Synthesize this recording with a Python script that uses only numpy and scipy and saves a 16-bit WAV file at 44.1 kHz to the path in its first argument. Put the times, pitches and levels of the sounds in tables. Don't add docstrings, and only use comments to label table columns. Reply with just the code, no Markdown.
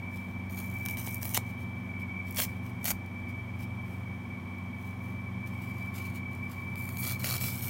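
import sys
import numpy as np
from scipy import signal
from scipy.fft import rfft, irfft
from scipy.io import wavfile
from scipy.ndimage import uniform_filter1d

SR = 44100
rng = np.random.default_rng(int(sys.argv[2]) if len(sys.argv) > 2 else 0)


def bounce(signal):
    frames = np.transpose(np.atleast_2d(signal))
    limited = np.clip(frames, -1, 1)
    pcm = np.round(limited * 32767).astype(np.int16)
    wavfile.write(sys.argv[1], SR, pcm)


N = 339129
TIME = np.arange(N) / SR

# (pitch [Hz], level [dB])
RUMBLE_SPECTRUM = [(20, -24.5), (50, -15.5), (85, -1), (115, -6), (150, -5.5), (178, 2), (230, -4.5),
                   (295, -14), (340, -9), (460, -20.5), (700, -16), (900, -16), (1100, -15.5), (1400, -26)]
HISS_SPECTRUM = [(1000, -5.5), (1400, 3.5), (2000, 2.5), (2500, 3.5), (2750, -6), (3200, -1), (3800, -8.5),
                 (4900, -13), (5500, -11.5), (7500, -17), (9300, -14.5), (10300, -25), (11500, -17),
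                 (16000, -18)]
MOTOR_LULL_TIMES = [0.3, 0.26, 2.3, 3, 4.5, 6.5, 8.5]
# (time [s], level [dB])
LATE_MOTOR_LEVELS = [(0, -75), (5.9, -57), (6.25, -47), (6.55, -49), (7.3, -39), (7.69, -43.5)]
# (pitch [Hz], level [dB])
HUM_TONES = [(58.7, -94), (93.9, -42.5), (120, -60.5), (187.7, -47), (240, -49.5), (258.2, -55),
             (281.6, -67), (360, -65), (518, -68.5), (775, -78), (1749, -69.5), (1987, -71.5),
             (2401.7, -68)]
# (pitch [Hz], width [Hz], level [dB])
WHINE_BANDS = [(2236, 7.1, -14.5), (2236, 26, -12.5), (2297, 33, -6), (2325, 8.7, -16), (2318.5, 2.9, -3.5)]
WHISTLE_BANDS = [(3166, 166, -69), (5350, 81, -88), (9660, 440, -81.5), (12000, 190, -83)]
# (middle [s], half length [s], rise [dB])
WHINE_RISES = [(0.123, 0.13, 4.5), (0.855, 0.28, 8), (1.478, 0.22, 2), (2.117, 0.24, 7.5),
               (3.31, 0.07, 8.5), (5.85, 0.5, 3.5), (7.1, 0.87, 6)]
LOW_WHISTLE_RISES = [(6.1, 1.65, 9)]
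# (middle [s], half length [s], level [dB])
FINGER_STROKES = [(0.15, 0.045, -60), (0.28, 0.067, -64), (1.468, 0.11, -63), (1.616, 0.027, -60),
                  (2.013, 0.018, -56), (2.29, 0.033, -57.5), (2.492, 0.081, -61), (2.667, 0.038, -59),
                  (3.3, 0.02, -65), (3.618, 0.028, -52.5), (3.923, 0.066, -65), (4.855, 0.078, -64.5),
                  (5.06, 0.077, -64), (5.48, 0.02, -63), (5.612, 0.12, -60.5), (5.785, 0.12, -60.5),
                  (5.97, 0.026, -48.5), (6.052, 0.072, -54), (6.162, 0.023, -53), (6.376, 0.064, -65),
                  (6.519, 0.022, -50), (6.706, 0.22, -63.5)]
# (time [s], level [dB])
FINGER_CATCHES = [(2.664, -35), (3.0615, -39.5), (4.5844, -43), (5.473, -34), (5.6214, -41), (6.158, -31),
                  (6.3505, -38), (6.757, -30.5), (6.7915, -41), (6.8907, -22)]
# (pitch [Hz], level [dB])
RUB_SPECTRUM = [(800, 0), (3000, 5), (4500, 1.5), (6000, 0), (7700, -0.5), (9300, 0.5), (10300, -1),
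                (11300, 2.5), (13500, 3), (16000, 4.5)]
# (start [s], end [s], wall level [dB], strut level [dB])
BLUE_PULLS = [(0.492, 1.22, -53, -65.5), (0.56, 0.6, -47, -54), (0.882, 0.91, -43.5, -57),
              (0.966, 1, -42, -52), (1.02, 1.16, -46.5, -69), (1.055, 1.074, -43.5, -51),
              (1.208, 1.32, -42, -59)]
YELLOW_PULLS = [(6.765, 7.125, -49, -63.5), (6.975, 7.02, -40, -58), (7.02, 7.118, -39, -44),
                (7.185, 7.24, -45, -53), (7.232, 7.36, -36, -40.5), (7.398, 7.485, -36.5, -44),
                (7.49, 7.6, -41.5, -52.5), (7.61, 7.69, -39.5, -51)]
# (pitch [Hz], level [dB])
BLUE_WALL_SPECTRUM = [(1500, -21), (4900, -13.5), (5600, -6), (6700, -4), (7700, -7.5), (9400, -1),
                      (10400, -7.5), (11100, -1), (12500, 0), (14000, 3.5), (16000, 1)]
BLUE_STRUT_SPECTRUM = [(150, -5), (350, -7), (600, 9.5), (1200, 2.5), (2000, 2), (3200, -0.5), (4200, -0.5),
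                       (5000, -5), (6700, -3.5), (8000, -19), (16000, -14)]
YELLOW_WALL_SPECTRUM = [(1500, -28), (5000, -20), (6500, -12), (7500, -7.5), (9300, -5.5), (10200, -6.5),
                        (11400, -0.5), (13400, -0.5), (14200, 2.5), (16000, -0.5)]
YELLOW_STRUT_SPECTRUM = [(150, -11), (550, -3), (1000, -0.5), (1600, -1.5), (2600, -8), (3400, 0.5),
                         (3700, -4.5), (4300, 2.5), (5000, -4.5), (5550, -1), (6100, -3.5), (8000, -6.5),
                         (16000, -9)]
# (time [s], bright level [dB], strut level [dB])
STRAND_SNAPS = [(0.4975, -40, -48), (0.853, -26, -54), (0.8607, -16.5, -32), (0.8856, -17.5, -33.5),
                (0.971, -26, -37), (1.065, -21, -46), (1.1448, -20, -48), (1.2303, -21, -38),
                (1.2535, -18, -38), (1.3378, -19, -44), (2.3096, -28, -55), (2.325, -31, -47),
                (2.346, -26, -50), (2.3615, -20, -47), (2.385, -26, -34), (2.4025, -19, -40),
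                (2.4224, -18, -34), (2.8437, -18, -36), (2.8549, -13, -29.5), (2.8803, -19, -30),
                (6.971, -23.5, -40), (7.0758, -18, -47), (7.1066, -27, -39), (7.1216, -19, -43),
                (7.2434, -20, -25), (7.3015, -17, -32), (7.439, -23, -35)]
# (start [s], end [s], swell [s], fade [s], wall level [dB], strut level [dB], pitch of the strip [Hz])
FAST_RIPS = [(1.344, 1.356, 0.0006, 0.0033, -27.5, -36, 2780),
             (1.365, 1.376, 0.004, 0.0011, -36, -31, 7050), (2.377, 2.401, 0.0058, 0.012, -36, -33.5, 3430),
             (2.414, 2.442, 0.026, 0.0096, -32, -38.5, 5900),
             (2.853, 2.869, 0.0013, 0.0063, -36, -41.5, 6400),
             (2.891, 2.917, 0.018, 0.0025, -28.5, -36, 6500)]
# (pitch [Hz], level [dB])
RIP_STRUT_SPECTRUM = [(150, -23), (400, -9.5), (600, 4.5), (1000, -3), (1400, 1.5), (1850, 2.5), (2500, -1),
                      (3300, 0.5), (4200, -0.5), (5200, -6.5), (6700, -1.5), (8000, -6), (16000, -6)]
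# (time [s], level [dB])
FOAM_RECOILS = [(1.3749, -15), (2.9152, -25)]


def from_db(db):
    return 10 ** (np.asarray(db) / 20)


def rms_one(x):
    return x / np.sqrt(np.mean(x ** 2) + 1e-20)


def colour(x, spectrum, size=16384):
    hz, db = np.transpose(spectrum)
    log_hz = np.log(np.arange(size // 2 + 1) * SR / size + 1)
    gain = rms_one(from_db(np.interp(log_hz, np.log(hz), db)))
    cepstrum = irfft(np.log(gain), size)
    cepstrum[1:size // 2] *= 2
    cepstrum[size // 2 + 1:] = 0
    ringing = irfft(np.exp(rfft(cepstrum)), size)[:size // 2]
    return signal.oaconvolve(x, ringing)[:N]


def drift(per_s):
    steps = rng.standard_normal(int(TIME[-1] * 1000) + 2000)
    memory = np.exp(-2 * np.pi * per_s / 1000)
    slow = signal.lfilter([1], [1, -2 * memory, memory * memory], steps)[1990:]
    return np.interp(TIME * 1000, np.arange(len(slow)), rms_one(slow))


def tone(hz):
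    return np.sqrt(2) * np.sin(2 * np.pi * (hz * TIME + rng.random()))


def swell(middle_s, half_s):
    return np.exp(-np.minimum(((TIME - middle_s) / half_s) ** 2, 60))


def swelling(steady_db, rises):
    return from_db(steady_db + sum(db * swell(middle, half) for middle, half, db in rises))


def clicks(rows, column=1):
    rows, spikes = np.array(rows), np.zeros(N)
    spikes[np.round(rows[:, 0] * SR).astype(int)] = from_db(rows[:, column])
    return spikes


def bursts(spikes, decay_s):
    fading = signal.lfilter([1], [1, -np.exp(-1 / (decay_s * SR))], spikes + 1e-18)
    return fading * rng.standard_normal(N)


def crackle(per_s, spread_db, decay_s, clump_db):
    breaks = rng.random(N) < per_s / SR
    sizes = from_db(spread_db * np.minimum(rng.exponential(1, N), 4) + clump_db * drift(71))
    x = bursts(breaks * sizes, decay_s)
    return x / np.sqrt(uniform_filter1d(x ** 2, size=900) + 1e-4)


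def air(rumble_db, hiss_db):
    low, high = rng.standard_normal((2, N))
    low = signal.sosfilt(signal.butter(4, 1500, fs=SR, output="sos"), low)
    rumble = from_db(rumble_db) * colour(low, RUMBLE_SPECTRUM)
    return rumble + from_db(hiss_db) * colour(high, HISS_SPECTRUM)


def motors(pair_hz, late_hz, pair_db, beat_depth):
    slip = 2 * np.pi * np.interp(TIME, MOTOR_LULL_TIMES, np.arange(len(MOTOR_LULL_TIMES)))
    together = np.abs(1 - beat_depth * np.exp(1j * slip))
    late_gain = from_db(np.interp(TIME, *np.transpose(LATE_MOTOR_LEVELS)))
    return from_db(pair_db) * together * tone(pair_hz) + late_gain * tone(late_hz)


def narrow_noise(bands):
    total = 0
    for hz, width_hz, db in bands:
        phase = 2 * np.pi * hz * TIME
        ring = drift(width_hz / 2) * np.cos(phase) + drift(width_hz / 2) * np.sin(phase)
        total += from_db(db) * ring
    return total


def appliances(whine_db, low_whistle_db, waver_db):
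    hum = sum(from_db(db + waver_db * drift(3.5)) * tone(hz) for hz, db in HUM_TONES)
    whine = narrow_noise(WHINE_BANDS)
    whine /= np.sqrt(uniform_filter1d(whine ** 2, size=12000))
    whistles = narrow_noise(WHISTLE_BANDS)
    low_whistle = swelling(low_whistle_db, LOW_WHISTLE_RISES) * narrow_noise([(1091, 95, 0)])
    return hum + swelling(whine_db, WHINE_RISES) * whine + whistles + low_whistle


def fingers(rub_db, catch_db, uneven_db):
    grip_power = from_db(-77.5) ** 2
    stroke_power = sum((from_db(db) * swell(middle, half)) ** 2 for middle, half, db in FINGER_STROKES)
    strength = np.sqrt(grip_power + stroke_power) * from_db(uneven_db * drift(15))
    slide = strength * crackle(per_s=3500, spread_db=1.1, decay_s=0.0017, clump_db=1.7)
    catches = bursts(clicks(FINGER_CATCHES), decay_s=0.0011)
    return colour(from_db(rub_db) * slide + from_db(catch_db) * catches, RUB_SPECTRUM)


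def between_hands(x, echo_db, sway):
    total, samples = x, np.arange(N)
    for delay_s in (0.0004, 0.0009, 0.0014):
        lag = SR * delay_s * np.exp(sway * drift(0.8))
        total = total + from_db(echo_db) * np.interp(samples - lag, samples, x)
    return total


def room_echo(x, echo_db, fade_s):
    t = TIME[:SR // 3]
    tail = rng.standard_normal(len(t)) * from_db(-60 * t / fade_s) * (t > 0.003)
    return x + from_db(echo_db) * signal.oaconvolve(x, tail / np.linalg.norm(tail))[:N]


def pull(start, end, attack_s=0.013, sag_db_per_s=9, release_s=0.027):
    since = np.maximum(TIME - start, 0)
    release = np.exp(-np.clip((TIME - end) / release_s, 0, 40))
    return np.minimum(since / attack_s, 1) * from_db(-sag_db_per_s * since) * release


def slow_tear(pulls, wall_spectrum, strut_spectrum, wall_db, strut_db, per_s, spread_db, clump_db=0.5):
    shapes = np.array([pull(start, end) for start, end, _, _ in pulls])
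    gains = from_db(np.array(pulls)[:, 2:].T)
    wall_gain, strut_gain = np.sqrt(gains ** 2 @ shapes ** 2)
    walls = from_db(wall_db) * wall_gain * crackle(per_s, spread_db, 0.00096, clump_db)
    struts = from_db(strut_db) * strut_gain * crackle(per_s * 0.5, spread_db, 0.00077, clump_db)
    return colour(walls, wall_spectrum) + colour(struts, strut_spectrum)


def snaps(bright_db):
    bright = colour(bursts(clicks(STRAND_SNAPS), decay_s=0.0013), BLUE_WALL_SPECTRUM)
    body = colour(bursts(clicks(STRAND_SNAPS, column=2), decay_s=0.0019), BLUE_STRUT_SPECTRUM)
    return from_db(bright_db) * bright + body


def rips(per_s, spread_db, clump_db, ring_db, ring_sharpness):
    fine = crackle(per_s, spread_db, 0.00023, clump_db)
    coarse = crackle(per_s * 0.4, spread_db, 0.00049, clump_db)
    walls, struts = 0, 0
    for start, end, swell_s, fade_s, wall_db, strut_db, strip_hz in FAST_RIPS:
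        rise, fall = (TIME - start) / swell_s, (end - TIME) / fade_s
        speed = np.exp(np.clip(np.minimum(rise, fall), -40, 0))
        ring = signal.lfilter(*signal.iirpeak(strip_hz, ring_sharpness, fs=SR), coarse)
        walls += from_db(wall_db) * speed * fine
        struts += from_db(strut_db) * speed * (coarse + from_db(ring_db) * ring)
    return colour(walls, BLUE_WALL_SPECTRUM) + colour(struts, RIP_STRUT_SPECTRUM)


def recoils(tight_hz, slack_hz, relax_s, decay_s, crack_db):
    t = TIME[:SR // 20]
    hz = slack_hz + (tight_hz - slack_hz) * np.exp(-t / relax_s)
    pop = np.sin(2 * np.pi * np.cumsum(hz) / SR) * np.exp(-t / decay_s)
    spikes = clicks(FOAM_RECOILS)
    crack = colour(bursts(spikes, decay_s=0.0012), RUB_SPECTRUM)
    return signal.oaconvolve(spikes, pop)[:N] + from_db(crack_db) * crack


def soft_bump(at_s, half_s, hz, db):
    return from_db(db) * swell(at_s, half_s) * tone(hz)


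def scene():
    foam = slow_tear(BLUE_PULLS, BLUE_WALL_SPECTRUM, BLUE_STRUT_SPECTRUM,
                     wall_db=1.5, strut_db=2.5, per_s=1700, spread_db=5.0)
    foam += slow_tear(YELLOW_PULLS, YELLOW_WALL_SPECTRUM, YELLOW_STRUT_SPECTRUM,
                      wall_db=0.5, strut_db=3.0, per_s=4200, spread_db=5.5)
    foam += rips(per_s=5000, spread_db=4.5, clump_db=1.5, ring_db=3.0, ring_sharpness=7.7)
    foam += snaps(bright_db=-7)
    foam += recoils(tight_hz=1895, slack_hz=170, relax_s=0.00118, decay_s=0.0017, crack_db=-1.5)
    foam += fingers(rub_db=2.0, catch_db=-7.5, uneven_db=2.6)
    foam = between_hands(foam, echo_db=-10.5, sway=0.13)
    behind = motors(pair_hz=117, late_hz=126.7, pair_db=-46, beat_depth=0.57)
    behind += appliances(whine_db=-49, low_whistle_db=-66.5, waver_db=0.85)
    behind += air(rumble_db=-43.5, hiss_db=-59)
    front = room_echo(foam, echo_db=-15.5, fade_s=0.12)
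    front += soft_bump(at_s=2.94, half_s=0.022, hz=53.5, db=-46)
    return (front + behind)[None]


def record(dry):
    return signal.sosfilt(signal.ellip(12, 0.1, 80, 15900, fs=SR, output="sos"), dry)


dry = scene()
out = record(dry)
bounce(out)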